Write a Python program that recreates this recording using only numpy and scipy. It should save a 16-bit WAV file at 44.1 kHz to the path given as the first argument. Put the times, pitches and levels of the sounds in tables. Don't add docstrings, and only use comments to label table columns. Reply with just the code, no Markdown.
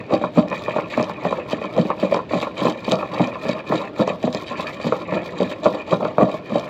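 import sys
import numpy as np
from scipy import signal
from scipy.fft import rfft, irfft, next_fast_len
from scipy.io import wavfile
from scipy.ndimage import map_coordinates

SR = 44100
rng = np.random.default_rng(int(sys.argv[2]) if len(sys.argv) > 2 else 0)


def generate_wav(sig):
    pcm = np.round(np.clip(np.atleast_2d(sig).T, -1, 1) * 32767).astype(np.int16)
    wavfile.write(sys.argv[1], SR, pcm)


N = 295029

# (peak time [s], weight [dB], rasp [dB], crunch [dB], base fade [s])
HEAVY_PUSHES = [(0.005, -36.5, -34.5, -46, 0.058), (0.139, -20, -37, -36, 0.1),
                (0.383, -19.5, -42, -36, 0.15), (0.767, -25.5, -33.5, -42, 0.13),
                (0.996, -26.5, -34.5, -34, 0.095), (1.264, -21, -30, -42.5, 0.073),
                (1.537, -25, -37.5, -38, 0.065), (1.793, -19.5, -42.5, -35.5, 0.13),
                (2.033, -26.5, -36.5, -32.5, 0.1), (2.35, -21.5, -35, -32, 0.1),
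                (2.654, -22, -33.5, -31, 0.2), (2.923, -20, -33, -30.5, 0.14),
                (3.215, -20, -32.5, -37, 0.25), (3.494, -28, -35.5, -36.5, 0.11),
                (3.745, -19, -29, -33.5, 0.09), (3.997, -20.5, -37, -40, 0.18),
                (4.256, -24.5, -42, -35, 0.082), (4.605, -29.5, -33, -40.5, 0.1),
                (4.871, -36, -34.5, -32.5, 0.081), (5.141, -20, -35, -40.5, 0.21),
                (5.42, -23.5, -42.5, -36, 0.11), (5.661, -17.5, -39, -36.5, 0.075),
                (5.927, -15.5, -37.5, -37.5, 0.17), (6.218, -16, -43, -39.5, 0.15),
                (6.556, -20, -38, -36, 0.12)]
# (peak time [s], weight [dB], rasp [dB], crunch [dB], base fade [s])
LIGHT_DRAGS = [(.242, -22, -47, -45, 0.053), (.519, -28, -31, -46, 0.059), (.579, -41, -35.5, -40, 0.17),
               (.685, -29, -32.5, -46.5, .067), (.93, -42, -39.5, -51, 0.11), (1.1, -47, -38, -50, .16),
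               (1.321, -25.5, -56, -50.5, .12), (1.39, -35, -37, -51, 0.13),
               (1.639, -29, -39.5, -46, 0.081), (1.908, -23, -28.5, -49, 0.049),
               (2.147, -18, -30, -37.5, 0.07), (2.427, -28, -32, -36, 0.096), (2.59, -32, -38, -44, 0.057),
               (3.03, -34, -38.5, -53, 0.079), (3.13, -32, -42, -45.5, 0.1), (3.33, -36, -36, -58, .08),
               (3.435, -33, -40, -45, .1), (3.59, -47, -36.5, -50, 0.071), (3.813, -29.5, -37, -38, 0.092),
               (4.098, -25, -35, -36.5, 0.044), (4.351, -31.5, -43, -38, 0.21), (4.509, -37, -36, -45, .12),
               (4.673, -42, -36.5, -40.5, 0.18), (4.804, -42, -39, -52, 0.049),
               (4.929, -23, -42, -43, .083), (5.016, -43, -37, -47.5, 0.15), (5.25, -31, -43, -44.5, .11),
               (5.517, -36, -34, -37.5, 0.04), (5.738, -28, -46, -56, 0.14), (5.79, -39, -41, -49, 0.058),
               (6.049, -21.5, -40, -44, 0.088), (6.343, -33, -44, -46, .08), (6.64, -52, -39, -48, .071)]
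# (landing time [s], time off [s], base depth [dB])
PESTLE_LIFTS = [(.088, 0.06, -12.5), (0.346, 0.054, -13), (0.469, 0.025, -8), (1.17, 0.046, -3),
                (1.48, 0.046, -8.5), (1.991, 0.057, -13), (2.09, 0.012, -6), (2.289, 0.073, -11),
                (2.549, 0.072, -7), (2.83, 0.093, -4), (3.11, 0.042, -4.5), (3.409, 0.1, -7.5),
                (3.66, 0.039, -13.5), (3.95, 0.051, -12), (4.065, 0.022, -7), (4.22, 0.052, -12.5),
                (4.32, .025, -12), (4.79, 0.024, -5.5), (5.07, .03, -5.5), (5.33, 0.065, -0.5),
                (5.628, .05, -7), (5.86, .02, -10.5), (5.999, .03, -11.5), (6.168, 0.04, -7.5),
                (6.45, .05, -11)]
# (time [s], level [dB], thud offset [dB], upper bowl offset [dB])
PESTLE_KNOCKS = [(0.106, -9.5, -19, -18), (0.122, -8, -3, -20), (0.137, 0.5, -19, -36),
                 (0.213, -9.5, -17, -20), (0.239, -8, -19, -4.5), (0.361, -20.5, 3.5, -19),
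                 (0.373, -5, -7, -11), (0.381, -2, -10.5, -13), (0.514, -14, -32, -11),
                 (0.526, -15.5, -17, 1), (0.681, -11.5, -18, -6.5), (0.761, -3, -33, -14),
                 (0.783, -7.5, -30, -5.5), (0.975, -7.5, -8, -10.5), (0.997, -2.5, -14.5, -12.5),
                 (1.026, -10.5, -16, -22), (1.096, -20, -20, 2), (1.25, -6, -15, -12),
                 (1.263, -12, -16, -11), (1.308, -13, -13, -13), (1.325, -11, -22, -2.5),
                 (1.529, -9.5, -9, -28), (1.614, -16, -22, -13), (1.764, -11.5, -14.5, -23),
                 (1.778, -4, -20, -18), (1.787, -4.5, -6, -18), (1.851, -12, -14, -22),
                 (1.902, -6.5, -32, -3.5), (1.993, -20.5, -8, -9), (2.027, -7.5, -6.5, -10),
                 (2.047, -8, -20, -19), (2.11, -14, -12, -21), (2.121, -5.5, -23, -17),
                 (2.144, -9.5, -28, -3), (2.166, -7.5, -25, -8), (2.189, -17, -14, 0.5),
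                 (2.308, -14, -9, -5.5), (2.333, -6.5, -9, -10), (2.353, -9, -7.5, -22),
                 (2.427, -12, -28, -6), (2.468, -15, -22, -0.5), (2.615, -9, -4.5, -10),
                 (2.651, -4.5, -12.5, -28), (2.7, -20, -19, -15), (2.879, -6.5, -10, -14),
                 (2.919, -3.5, -13.5, -18), (2.987, -20, -13, -7), (3.195, -4.5, -4.5, -19),
                 (3.203, -4, -18, -15), (3.279, -22, -13, -4), (3.355, -20, -18, -0.5),
                 (3.453, -13, -8, -12), (3.49, -6, -13, -21), (3.531, -17, -23, -12),
                 (3.698, -13, -7.5, -19), (3.721, -3.5, -14, -8), (3.802, -19, -20, -16),
                 (3.993, -7.5, -2, -22), (4.017, -8.5, -10, -27), (4.076, -9.5, -21, -7),
                 (4.1, -9.5, -20, -20), (4.238, -8, -7, -23), (4.273, -8.5, -8.5, -35),
                 (4.347, -8, -15, -13), (4.509, -14, -18, -27), (4.593, -12, -11, -9.5),
                 (4.799, -13.5, -18, -15), (4.843, -12, -6, -16), (4.865, -9.5, -6.5, -10),
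                 (4.886, -18, -10, -10), (4.922, -4, -25, -7), (5.122, -10, -9, -8.5),
                 (5.136, -13.5, -6, -14), (5.164, -21, -7, -22), (5.401, -5, -15, -24),
                 (5.418, -5.5, -9, -22), (5.447, -17, -16, -25), (5.512, -16, -26, -7),
                 (5.656, 0.5, -18, -12.5), (5.663, -4.5, -10, -11), (5.736, -13, -12.5, -21),
                 (5.925, -0.5, -13, -8.5), (6.028, -10, -12, -18), (6.05, -8.5, -22, -4),
                 (6.182, 0, -22, -8), (6.211, -7, -6.5, -8.5), (6.22, -3.5, -8.5, -17),
                 (6.296, -15, -24, -20), (6.341, -12, -18, -19), (6.519, -15, -2.5, -19),
                 (6.555, -5, -15, -18)]
# (frequency [Hz], width [Hz], level [dB])
THUD_MODES = [(130, 20, -10), (160.7, 47, -2), (192.4, 42.5, 5), (235, 56, 3), (248.6, 30.5, 0),
              (309.4, 30.4, -2.5)]
# (frequency [Hz], width [Hz], level [dB])
BOWL_MODES = [(399, 88, -7.5), (471.7, 30, -8), (515.7, 89, 5), (579, 42.3, 1.5), (626, 42.5, 2),
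              (740, 99, -4.5), (793, 39.6, -9)]
# (frequency [Hz], width [Hz], level [dB])
UPPER_MODES = [(851, 46, -6.5), (961, 99, 0), (1045, 64.5, 2.5), (1159.4, 58, -2), (1277, 70, -4.5),
               (1399, 46, -12)]
# (frequency [Hz], width [Hz], level [dB])
RIM_MODES = [(1736, 69, -3), (1905, 118, -2.5), (2254, 142, 1), (2435, 74, 1.5), (2566, 142, -0.5),
             (2930, 210, -6.5)]
# (frequency [Hz], width [Hz], level [dB])
CLICK_MODES = [(3125, 162, 2.5), (3340, 170, -0.5), (3810, 80, 0), (4220, 430, -13), (4557, 136, -1.5),
               (6200, 69, -19.5), (7190, 490, -9.5)]
# (frequency [Hz], level [dB])
CRUNCH_EQ = [(1500, -59.5), (3000, 5.5), (4000, 15), (5000, -8.5), (7500, 2.5), (8500, -51), (11000, -52.5),
             (14000, -24.5), (16000, -36.5)]
# (frequency [Hz], level [dB])
CRACKLE_EQ = [(2000, -30.5), (3500, 4.5), (7500, -16), (9500, -24), (13000, -21), (16000, -26.5)]
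# (frequency [Hz], level [dB])
AIR_EQ = [(15, -46), (25, -16.5), (120, -0.5), (588, -5), (1060, -23.5), (1550, -23.5), (2460, -26),
          (3780, -30), (15800, -83.5)]
# (frequency [Hz], time to lose 60 dB [s])
WALL_DECAY = [(150, 0.25), (1000, 0.14), (8000, 0.057)]
# (time [s], strength [dB])
SEED_SNAPS = [(0.3727, -28.5), (0.4838, -31), (0.501, -25.5), (0.5462, -47), (0.579, -26), (0.9724, -30.5),
              (1.0273, -18.5), (1.0424, -25), (1.3084, -29.5), (1.4995, -31), (1.7653, -25), (2.0168, -27),
              (2.144, -20), (2.3427, -28.5), (2.4196, -23), (2.6469, -21), (2.6973, -25), (2.8966, -25),
              (2.9195, -7), (2.9557, -27), (3.1217, -35), (3.2726, -25), (3.491, -19.5), (3.744, -25.5),
              (4.0764, -23), (4.2285, -27.5), (4.328, -21.5), (4.348, -15), (5.6456, -24.5), (5.916, -27.5),
              (6.5967, -20.5)]

TOUCH_DB = (-38, -41, -50.5, -59.5)
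PUSH_RISE_S, DRAG_RISE_S = (0.057, 0.058, 0.17, .08), (0.034, 0.025, 0.036, .05)
FADE_SHARE = (0.63, 0.95, 0.96, 0.6)
LIFT_SHARE = (0.42, 0.52, 0.8, 0.99)

PUSH_THUD_DB, DRAG_THUD_DB = -4.5, -6
SCATTER_DB, DRIFT_DB = 2.5, 4
HARD_DB, HARD_GROWS = -25.5, 0.43
SNAP_TOP_DB, SNAP_TOP_GROWS = -46, .3
TOP_HZ = 15830


def amp(db):
    return 10 ** (np.asarray(db) / 20)


def unit(x):
    return x / np.sqrt(np.mean(x ** 2) + 1e-20)


def along(points, hz):
    freqs, values = np.transpose(points)
    return np.interp(np.log(hz + 1), np.log(freqs + 1), values)


def wobble(rate):
    knots = np.clip(rng.standard_normal(int(N * rate / SR) + 4), -2.5, 1.5)
    return map_coordinates(knots, [np.arange(N) * rate / SR], order=1)


def filtered(x, response):
    size = next_fast_len(N + 8192)
    return irfft(rfft(x, size) * response(np.fft.rfftfreq(size, 1 / SR)), size)[..., :N]


def coloured(x, eq):
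    return unit(filtered(x, lambda hz: amp(along(eq, hz))))


def butter(x, order, hz, kind):
    return signal.sosfilt(signal.butter(order, hz, kind, fs=SR, output="sos"), x)


def swell(times, levels_db, rise_s, fades_s):
    t, out = np.arange(0, N, 32) / SR, 0
    for at, db, fade in zip(times, levels_db, fades_s):
        out = out + amp(db - 20 * np.maximum((at - t) / rise_s, (t - at) / fade))
    return np.interp(np.arange(N) / SR, t, out)


def pressure():
    total, duck_db = [amp(db) for db in TOUCH_DB], lifts()
    strokes = (HEAVY_PUSHES, PUSH_RISE_S, PUSH_THUD_DB), (LIGHT_DRAGS, DRAG_RISE_S, DRAG_THUD_DB)
    for rows, rises, thud_db in strokes:
        times, weight, rasp, crunch, fade = np.transpose(rows)
        for k, db in enumerate([weight + thud_db, weight, rasp, crunch]):
            total[k] = total[k] + swell(times, db, rises[k], FADE_SHARE[k] * fade)
    return [envelope * amp(share * duck_db) for envelope, share in zip(total, LIFT_SHARE)]


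def grit(rate, spread_db, bed):
    hit = rng.random(N) < rate / SR
    size = np.minimum(rng.exponential(size=N), 3)
    fine = rng.standard_normal(N)
    return unit(unit(hit * amp(spread_db * size) * np.sign(fine)) + bed * fine)


def ring(push, hz, width):
    radius, angle = np.exp(-np.pi * width / SR), 2 * np.pi * hz / SR
    return signal.lfilter([0, np.sin(angle)], [1, -2 * radius * np.cos(angle), radius * radius], push)


def resonance(modes, knock_db, rub, squash_s, squash_db, top_hz):
    at = np.round(np.transpose(PESTLE_KNOCKS)[0] * SR).astype(int)
    _, widths, levels = np.transpose(modes)
    rub = rub / np.sqrt(np.sum(amp(2 * levels) * SR / (4 * np.pi * widths)))
    scatter = rng.standard_normal((len(at), len(modes), 2))
    age = np.arange(SR // 10) / SR / squash_s
    blows = np.bincount(at, amp(knock_db + squash_db), N)
    squash = signal.fftconvolve(blows, age * np.exp(-age) / np.sqrt(squash_s * SR))[:N]
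    out = np.zeros(N)
    for k, (hz, width, db) in enumerate(modes):
        push = (-1) ** k * rub * amp(DRIFT_DB * wobble(35)) + squash * rng.standard_normal(N)
        late = (at + np.abs(scatter[:, k, 1]) * SR / hz).astype(int)
        push[late] += amp(knock_db + SCATTER_DB * scatter[:, k, 0])
        out += amp(db) * ring(push, hz, width)
    return butter(out, 4, top_hz, "lowpass")


def mortar():
    thud, bowl, rasp, crunch = pressure()
    _, knock_db, thud_db, upper_db = np.transpose(PESTLE_KNOCKS)
    hard_db = HARD_DB + HARD_GROWS * knock_db
    lumps = amp(2.23 * wobble(45)) * grit(200, 3.8, bed=0.82)
    squish = amp(3 * wobble(75))
    low = resonance(THUD_MODES, knock_db + thud_db - 5.5, amp(-1) * thud * lumps,
                    squash_s=0.0058, squash_db=5.6, top_hz=500)
    body = resonance(BOWL_MODES, knock_db - 12, amp(-1) * bowl * lumps,
                     squash_s=0.0028, squash_db=1.3, top_hz=1180)
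    upper = resonance(UPPER_MODES, knock_db + upper_db - 6, amp(-1.5) * np.sqrt(bowl * rasp) * lumps,
                      squash_s=0.0067, squash_db=1.3, top_hz=1500)
    rim = resonance(RIM_MODES, hard_db - 9, amp(-2) * rasp * squish * grit(500, 5.3, bed=0.35),
                    squash_s=0.0052, squash_db=5.6, top_hz=3400)
    click = resonance(CLICK_MODES, hard_db - 17, amp(-3) * crunch * squish * grit(400, 10.6, bed=0.37),
                      squash_s=0.02, squash_db=4.5, top_hz=9400)
    herbs = amp(-10.5) * paste_crunch(crunch * squish) + amp(-26.5) * leaf_crackle(crunch ** 0.58)
    return low + body + upper + rim + click + herbs


def paste_crunch(envelope):
    grains = coloured(grit(1100, 13.0, bed=0.88), CRUNCH_EQ)
    return envelope * amp(6.7 * wobble(90)) * grains


def leaf_crackle(envelope):
    t = np.arange(SR // 100) / SR
    pops = signal.fftconvolve(np.abs(grit(260, 7.0, bed=0.091)), amp(-60 * t / 0.016))[:N]
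    clumps = amp(6.4 * wobble(35))
    return envelope * coloured(clumps * pops * rng.standard_normal(N), CRACKLE_EQ)


def air():
    return amp(-37.5) * coloured(rng.standard_normal(N), AIR_EQ)


def walls(x):
    hz, t, spectrum = signal.stft(rng.standard_normal(SR // 3), SR, nperseg=256)
    decay = amp(-60 * t / along(WALL_DECAY, hz)[:, None])
    tail = signal.istft(spectrum * decay, SR, nperseg=256)[1]
    return signal.fftconvolve(np.pad(x, (250, 0)), tail / np.linalg.norm(tail))[:N]


def lifts(ease_s=0.018, land_s=0.008):
    t = np.arange(N) / SR
    return sum(np.interp(t, [at - off - ease_s, at - off, at, at + land_s], [0, db, db, 0])
               for at, off, db in PESTLE_LIFTS)


def snaps():
    bands, t = np.zeros((2, N + SR)), np.arange(SR // 50) / SR
    for at, db in SEED_SNAPS:
        burst = amp(-60 * t / 0.0055) * rng.standard_normal((2, len(t)))
        gains = amp([[db + 2.5], [SNAP_TOP_DB + SNAP_TOP_GROWS * db]])
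        start = round(at * SR)
        bands[:, start:start + len(t)] += burst * gains
    crack = butter(bands[0], 3, [2500, 6000], "bandpass")
    top = butter(bands[1], 3, 10000, "highpass")
    return (crack + top)[:N]


def scene():
    near = butter(mortar() + snaps(), 4, 135, "highpass")
    return (near + amp(-14.5) * walls(near) + air())[None]


def record(dry):
    thin = butter(dry, 2, 75, "highpass")
    soft = thin / (1 + np.abs(thin / .9) ** 8) ** (1 / 8)
    return filtered(soft, lambda hz: hz < TOP_HZ)


dry = scene()
out = record(dry)
generate_wav(out)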